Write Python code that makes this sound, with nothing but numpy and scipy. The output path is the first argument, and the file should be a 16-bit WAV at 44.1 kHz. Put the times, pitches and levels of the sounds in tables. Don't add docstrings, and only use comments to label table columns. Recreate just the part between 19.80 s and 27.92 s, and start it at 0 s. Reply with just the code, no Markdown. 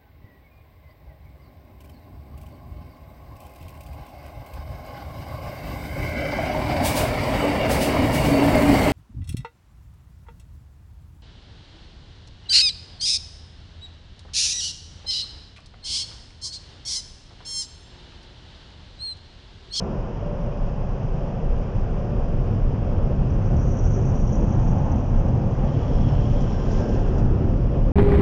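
import sys
import numpy as np
from scipy import signal
from scipy.fft import rfft, irfft
from scipy.io import wavfile
from scipy.ndimage import uniform_filter1d, minimum_filter1d

SR = 44100
rng = np.random.default_rng(int(sys.argv[2]) if len(sys.argv) > 2 else 0)


def transcribe(signal):
    frames = np.atleast_2d(signal).T
    limited = np.clip(frames, -1, 1)
    pcm = np.round(limited * 32767).astype(np.int16)
    wavfile.write(sys.argv[1], SR, pcm)


N = 358091
TIME = np.arange(N) / SR


def gain_of(db):
    return 10 ** (np.asarray(db) / 20)


def unit_rms(x):
    return x / np.sqrt(np.mean(x ** 2) + 1e-20)


def summed_db(levels_db):
    return 10 * np.log10(sum(gain_of(db) ** 2 for db in levels_db) + 1e-20)


def swell(centre_s, db, half_s):
    return gain_of(db) * .5 ** (((TIME - centre_s) / half_s) ** 2)


def coloured(x, eq):
    eq_hz, eq_db = np.transpose(eq)
    hz = np.fft.rfftfreq(len(x), 1 / SR) + 1e-3
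    roll_off = np.minimum(hz / eq_hz[0], 1) ** 2 * np.minimum(eq_hz[-1] / hz, 1) ** 2
    curve = gain_of(np.interp(np.log(hz), np.log(eq_hz), eq_db))
    return unit_rms(irfft(rfft(x) * roll_off * curve, len(x)))


def drift(rate_hz):
    hz = np.fft.rfftfreq(N, 1 / SR)
    return unit_rms(irfft(rfft(rng.standard_normal(N)) * np.exp(-(hz / rate_hz) ** 2), N))


def flutter(depth_db, rate_hz):
    return unit_rms(gain_of(depth_db * drift(rate_hz)))


def air(eq, gust_db, gust_hz):
    return coloured(rng.standard_normal(N), eq) * flutter(gust_db, gust_hz)


def resonate(x, hz, width_hz):
    carrier = np.exp(2j * np.pi * np.cumsum(np.broadcast_to(hz, len(x))) / SR)
    pole = np.exp(-np.pi * width_hz / SR)
    smoothed = signal.lfilter([(1 - pole) ** 2], [1, -2 * pole, pole * pole], x / carrier)
    return unit_rms((carrier * smoothed).real)


def impacts(per_s, spread_db):
    size = gain_of(spread_db * np.minimum(rng.exponential(1, N), 3))
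    return size * rng.choice([-1, 1], N) * (rng.random(N) < per_s / SR)


# frequency in Hz, relative level in dB.
ROAR_EQ = [(60, -18.5), (130, -0.5), (210, -4.5), (270, -14.5), (370, -14), (560, -9), (800, -19),
           (1150, -25), (1600, -32.5), (2100, -38), (2700, -36.5), (3250, -40.5), (3750, -53), (4500, -71)]
SEAL_EQ = [(2500, -13), (3700, -5), (4500, -2.5), (5050, 3.5), (5800, 1), (6400, -5.5), (7000, -8),
           (7600, -19)]


def fan_roar(roar_db=-31, seal_db=-64.5, steady_above_hz=900):
    roar = air(ROAR_EQ, gust_db=0.43, gust_hz=11)
    body = signal.sosfiltfilt(signal.butter(2, steady_above_hz, fs=SR, output="sos"), roar)
    treble = roar - body
    roar = treble + body * flutter(depth_db=1.48, rate_hz=5.1)
    leak = air(SEAL_EQ, gust_db=0.5, gust_hz=11)
    return gain_of(roar_db) * roar + gain_of(seal_db) * leak


BLADE_LEVELS_DB = [-51.5, -56, -64.5, -63, -71]
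# centre in seconds, pitch in Hz (picks the nearest tone), level in dB, half-length in seconds.
BLADE_SWELLS = [(0.162, 583, -42.5, .08), (0.58, 583, -40, .27), (1.81, 583, -44, 0.061),
                (2.35, 583, -44, 0.14), (3.2, 583, -45, 0.16), (4.348, 583, -43.5, .2),
                (6.54, 583, -40, 0.15), (7.045, 583, -39, .1), (7.7, 583, -49, 0.14), (5.6, 526, -48, .2),
                (6.12, 526, -40, .09), (8.1, 526, -47, 0.6), (.1, 1053, -61, .16),
                (.97, 1053, -50.5, 0.071), (5, 1053, -52.5, 0.27), (6.75, 1053, -53, 0.45),
                (6.063, 1165, -53, 0.46), (6.908, 1579, -54.5, 0.26)]


def blade_tones(fans_hz=(582.6, 526.3), waver=0.002996, scatter=0.65, scatter_hz=8):
    pitches = [hz * (1 + waver * drift(rate_hz=3.046)) for hz in fans_hz]
    first, second = (2 * np.pi * np.cumsum(hz) / SR for hz in pitches)
    partials = [(first, 1), (second, 1), (first, 2), (second, 2), (second, 3)]
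    tone_hz = np.array([harmonic * phase[-1] / (2 * np.pi * TIME[-1]) for phase, harmonic in partials])
    powers = [gain_of(db) ** 2 for db in BLADE_LEVELS_DB]
    for centre_s, hz, db, half_s in BLADE_SWELLS:
        nearest = np.argmin(abs(tone_hz - hz))
        powers[nearest] = powers[nearest] + swell(centre_s, db, half_s) ** 2
    out = np.zeros(N)
    for (phase, harmonic), power in zip(partials, powers):
        echoes = harmonic * scatter * (drift(harmonic * scatter_hz) + 1j * drift(harmonic * scatter_hz))
        tone = ((1 + echoes) * np.exp(1j * harmonic * phase)).real
        out += np.sqrt(power) * unit_rms(tone)
    return out


# frequency in Hz, relative level in dB.
BOOM_EQ = [(10, -29.5), (17, -18), (23, 4.5), (36, 4.5), (46, -4), (56, -7.5), (64, -13.5), (90, -35)]
PANEL_EQ = [(40, -12), (60, -3.5), (75, -1), (105, 1.5), (140, -1), (165, -8.5), (220, -8), (300, -18.5),
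            (390, -20.5), (520, -27.5), (750, -40.5), (1500, -56.5)]
RUSH_EQ = [(200, -13), (350, -6.5), (500, 0), (700, 8), (850, 3.5), (1100, -5.5), (1550, -14), (2000, -20),
           (2800, -35.5), (4000, -48.5)]
# centre in seconds, boom lift in dB, panel lift in dB, half-length in seconds.
RUMBLE_SWELLS = [(0.907, 4.5, 4.5, 0.19), (1.72, 6.5, -3.5, 0.051), (1.95, 0, 3.5, 0.04),
                 (2.75, 0.5, 2, 0.46), (3.695, -2.5, -1, 0.052), (4.401, 0.5, 1.5, 0.65),
                 (5.166, -3.5, 2.5, .08), (5.36, 4.5, -0.5, 0.054), (5.508, -3.5, 2.5, 0.073),
                 (5.927, -7.5, 0.5, .08), (6.28, 1, 1.5, 0.22), (6.877, -1, -2, 0.042), (7.422, 4, 2, 0.11),
                 (7.597, -6.5, 3.5, 0.073), (7.95, 3, 0.5, 0.25)]


def air_jets(rush_end_s=7.42, rush_fade_db_per_s=16, drumming_db=-10.5):
    boom_db = np.interp(TIME, [-0.5, 2.5], [-33, -22.5])
    panels_db = np.interp(TIME, [1, 3.5], [-33.5, -23])
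    rush_db = np.interp(TIME, [2.5, 5], [-47.5, -40])
    rush_db -= rush_fade_db_per_s * np.maximum(TIME - rush_end_s, 0)
    for centre_s, boom_lift_db, panel_lift_db, half_s in RUMBLE_SWELLS:
        bell = swell(centre_s, 0, half_s)
        boom_db += boom_lift_db * bell
        panels_db += panel_lift_db * bell
    pressure = air(BOOM_EQ, gust_db=-4.0, gust_hz=3.2)
    running_rms = np.sqrt(uniform_filter1d(pressure ** 2, size=12000))
    boom = gain_of(boom_db) * unit_rms(pressure / running_rms)
    panels = gain_of(panels_db) * air(PANEL_EQ, gust_db=0.87, gust_hz=11)
    rush = gain_of(rush_db) * air(RUSH_EQ, gust_db=2, gust_hz=12)
    roof = resonate(rng.standard_normal(N), hz=255, width_hz=130)
    build_up = (TIME / TIME[-1]) ** 1.6
    drumming = build_up * gain_of(panels_db + drumming_db) * roof
    return boom + panels + rush + drumming


# centre in seconds, pitch in Hz,
# bandwidth in Hz, level in dB, upper resonance in dB against the lower, half-length in seconds.
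JET_HOWLS = [(0, 371, 151, -40.5, -15.5, .4), (0.092, 987, 260, -48.5, -29.5, 0.77),
             (2.295, 385, 131, -41, -19, 0.62), (3.726, 369, 70, -40.5, -12.5, 0.26),
             (4.165, 381, 89.6, -38, -14, .17), (4.746, 185, 100.4, -28.5, -20.5, 0.32),
             (4.7, 315, 110, -37, -20, .3), (5.05, 815, 280, -40, -26.5, 0.36),
             (5.965, 510, 249, -36.5, -25.5, 0.27), (6.2, 61.8, 24, -30.5, -15.5, .6),
             (6.5, 235.6, 90, -35, -23.5, .45), (7.045, 437, 255, -34, -20, 0.41),
             (7.52, 345, 207, -35, -17, 0.43)]


def howls(upper_ratio=3.7, upper_width_hz=600, sag_octaves_per_s=0.19):
    out = np.zeros(N)
    for centre_s, pitch_hz, width_hz, db, upper_db, half_s in JET_HOWLS:
        span = abs(TIME - centre_s) < 3 * half_s
        hz = pitch_hz * 2 ** (-sag_octaves_per_s * (TIME[span] - centre_s))
        lower = resonate(rng.standard_normal(N)[span], hz, width_hz)
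        upper = resonate(rng.standard_normal(N)[span], upper_ratio * hz, upper_width_hz)
        out[span] += swell(centre_s, db, half_s)[span] * (lower + gain_of(upper_db) * upper)
    return out


# frequency in Hz, relative level in dB.
GLASS_EQ = [(3000, -45), (4800, -19.5), (5400, -10.5), (5650, 4), (5900, 2.5), (6030, -1), (6200, 3),
            (6450, -2), (6830, -6.5), (7000, -12), (7600, -30.5)]


def patter(full_s=3.945, hold_s=0.33, full_db=-57, rise_db_per_s=38, fall_db_per_s=8, stray_db=-77):
    burst = np.exp(-np.arange(SR // 20) / SR / 0.0022)
    hits = impacts(per_s=560, spread_db=2.5)
    energy = signal.oaconvolve(hits ** 2, burst)[:N]
    envelope = unit_rms(np.sqrt(np.abs(energy)))
    early_s = np.maximum(full_s - TIME, 0)
    late_s = np.maximum(TIME - full_s - hold_s, 0)
    shower_db = full_db - rise_db_per_s * early_s - fall_db_per_s * late_s
    middle = coloured(envelope * rng.standard_normal(N), GLASS_EQ)
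    rim_ring = resonate(envelope * rng.standard_normal(N), hz=6600, width_hz=650)
    rim = swell(centre_s=4.58, db=-64.5, half_s=0.25) * coloured(rim_ring, GLASS_EQ)
    return gain_of(summed_db([shower_db, stray_db])) * middle + rim


def splash(start_s, peak_db, decay_s, attack_s=.0006, crest_db=8):
    age_s = np.maximum(TIME - start_s, 0)
    energy = (1 - np.exp(-age_s / attack_s)) * np.exp(-np.minimum(age_s / decay_s, 60))
    return gain_of(peak_db - crest_db) * np.sqrt(energy)


# start in seconds, rough peak level in dB, energy decay in seconds, ring pitch in Hz.
LARGE_DROPS = [(1.2301, -50, .003, 6400), (3.5017, -46, .005, 5880), (3.537, -52.5, .009, 5730),
               (3.6577, -50, .011, 5790), (3.7684, -45, .004, 5880), (3.7944, -43, 0.0074, 5840),
               (3.822, -48, .012, 5840), (3.9053, -46, .016, 5880), (3.9685, -41, .003, 6120),
               (3.99, -38, .006, 5700), (4.0388, -41, .006, 5750), (4.0513, -38.5, .0056, 5700),
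               (4.073, -43, .0046, 5710), (4.1047, -44, 0.0057, 6150), (4.1352, -40.5, 0.018, 5780),
               (4.186, -49, .006, 5930), (4.2149, -43, .004, 5650), (4.264, -46, 0.013, 5970),
               (4.2992, -46, .004, 6170), (4.3431, -41, .006, 5710), (4.3561, -45.5, .013, 5840),
               (4.4755, -41, .01, 5710), (4.5272, -36, .006, 5970), (4.5522, -42.5, .006, 5900),
               (4.6016, -44, .0083, 5790), (4.64, -44.5, 0.004, 6170), (4.7193, -41, 0.0079, 5860),
               (4.8445, -47, .004, 6190), (4.8809, -41.5, .005, 6000), (4.9105, -41, .005, 6030),
               (4.9832, -46, .004, 5900), (5.1165, -43.5, .0066, 6030), (5.155, -50, .011, 5850),
               (5.2027, -50, .011, 5650), (5.378, -53, .011, 5820), (5.4796, -50.5, .005, 5970)]


def large_drops(ring_width_hz=1100, ring_samples=SR // 5):
    out = np.zeros(N)
    for start_s, peak_db, decay_s, hz in LARGE_DROPS:
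        onset = round(start_s * SR)
        span = slice(onset, onset + ring_samples)
        ring = resonate(rng.standard_normal(ring_samples), hz, ring_width_hz)
        out[span] += splash(start_s, peak_db, decay_s)[span] * coloured(ring, GLASS_EQ)
    return out


# frequency in Hz, relative level in dB.
HISS_EQ = [(1200, -10), (2000, -7.5), (2500, -8), (2950, -2.5), (3330, -2), (3600, -13.5), (4400, -15),
           (6000, -22.5)]
SIZZLE_EQ = [(2500, -15.5), (3600, -9.5), (4000, -11.5), (4500, -10), (4750, -6.5), (5300, -1.5),
             (5850, -2), (6250, -6.5), (6850, -8), (7600, -23)]
# centre in seconds, hiss level in dB, sizzle level in dB, rise and fall in dB per second.
SPRAY_SWEEPS = [(6.25, -55, -62.5, 12.5), (6.92, -58, -54.5, 27), (6.975, -58.5, -57, 86)]
# start in seconds, rough peak level in dB, energy decay in seconds.
SPRAY_SPURTS = [(6.6061, -43, 0.012), (6.912, -43, .024), (6.9817, -48, .015), (7.1369, -47, 0.022),
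                (7.3808, -42.5, 0.0074)]


def spray(on_s=5.94, off_s=7.31, edge_db_per_s=37, steady_hiss_db=-62, steady_sizzle_db=-65.5):
    hiss_levels, sizzle_levels = [steady_hiss_db], [steady_sizzle_db]
    for centre_s, hiss_db, sizzle_db, db_per_s in SPRAY_SWEEPS:
        away_db = db_per_s * abs(TIME - centre_s)
        hiss_levels.append(hiss_db - away_db)
        sizzle_levels.append(sizzle_db - away_db)
    on_glass = gain_of(-edge_db_per_s * abs(TIME - np.clip(TIME, on_s, off_s)))
    hiss_gain = on_glass * gain_of(summed_db(hiss_levels))
    sizzle_gain = on_glass * gain_of(summed_db(sizzle_levels))
    coarse = unit_rms(impacts(per_s=780, spread_db=7.5)) + 0.95 * rng.standard_normal(N)
    fine = unit_rms(impacts(per_s=2400, spread_db=4)) + 0.7 * rng.standard_normal(N)
    hiss = hiss_gain * coloured(coarse, HISS_EQ) * flutter(depth_db=1, rate_hz=35)
    sheet_power = (sizzle_gain * flutter(depth_db=1.4, rate_hz=30)) ** 2
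    spurt_power = sum(splash(*spurt) ** 2 for spurt in SPRAY_SPURTS)
    sizzle = np.sqrt(sheet_power + spurt_power) * coloured(fine, SIZZLE_EQ)
    return hiss + sizzle


# centre in seconds, pitch in Hz, bandwidth in Hz, level in dB, half-length in seconds.
EDGE_WHISTLES = [(5.977, 3050, 420, -60, .13), (6.21, 3290, 260, -61.5, 0.17), (6.37, 3020, 330, -56, .1),
                 (6.678, 3200, 450, -58.5, 0.17), (7.15, 2720, 350, -61, .25),
                 (6.241, 5390, 170, -63.5, .24), (6.765, 5520, 340, -59, 0.076),
                 (7.03, 5400, 380, -59, .08)]


def whistles(wander=0.007):
    out = np.zeros(N)
    for centre_s, pitch_hz, width_hz, db, half_s in EDGE_WHISTLES:
        breath = rng.standard_normal(N)
        hz = pitch_hz * (1 + wander * drift(rate_hz=11))
        out += swell(centre_s, db, half_s) * resonate(breath, hz, width_hz)
    return out


# frequency in Hz, bandwidth in Hz, boost or cut in dB.
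CABIN_MODES = [(72, 7.6, 3.5), (157, 13, 2.5), (160.5, 6.2, -4), (379.5, 22, 3.5), (420, 99, -1.5),
               (473, 23, 3), (629, 33, -4.5), (658, 30, 1), (2100, 380, -1), (2500, 120, 2)]


def cabin(x):
    hz = np.fft.rfftfreq(N, 1 / SR)
    db = sum(boost / (1 + (2 * (hz - centre) / width) ** 2) for centre, width, boost in CABIN_MODES)
    return irfft(rfft(x) * gain_of(db), N)


def scene():
    dryer = fan_roar() + blade_tones() + air_jets() + howls()
    water = patter() + large_drops() + spray() + whistles()
    return cabin(dryer + water)[None]


def record(dry, ceiling=0.58, cutoff_hz=7580):
    allowed_gain = np.minimum(1, ceiling / (np.abs(dry) + 1e-9))
    limiter_gain = uniform_filter1d(minimum_filter1d(allowed_gain, size=300), size=280)
    end_fades = signal.windows.tukey(N, .0006)
    low_pass = signal.firwin(301, cutoff_hz, window=("kaiser", 9), fs=SR)
    return signal.oaconvolve(dry * limiter_gain * end_fades, low_pass[None], "same")


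dry = scene()
out = record(dry)
transcribe(out)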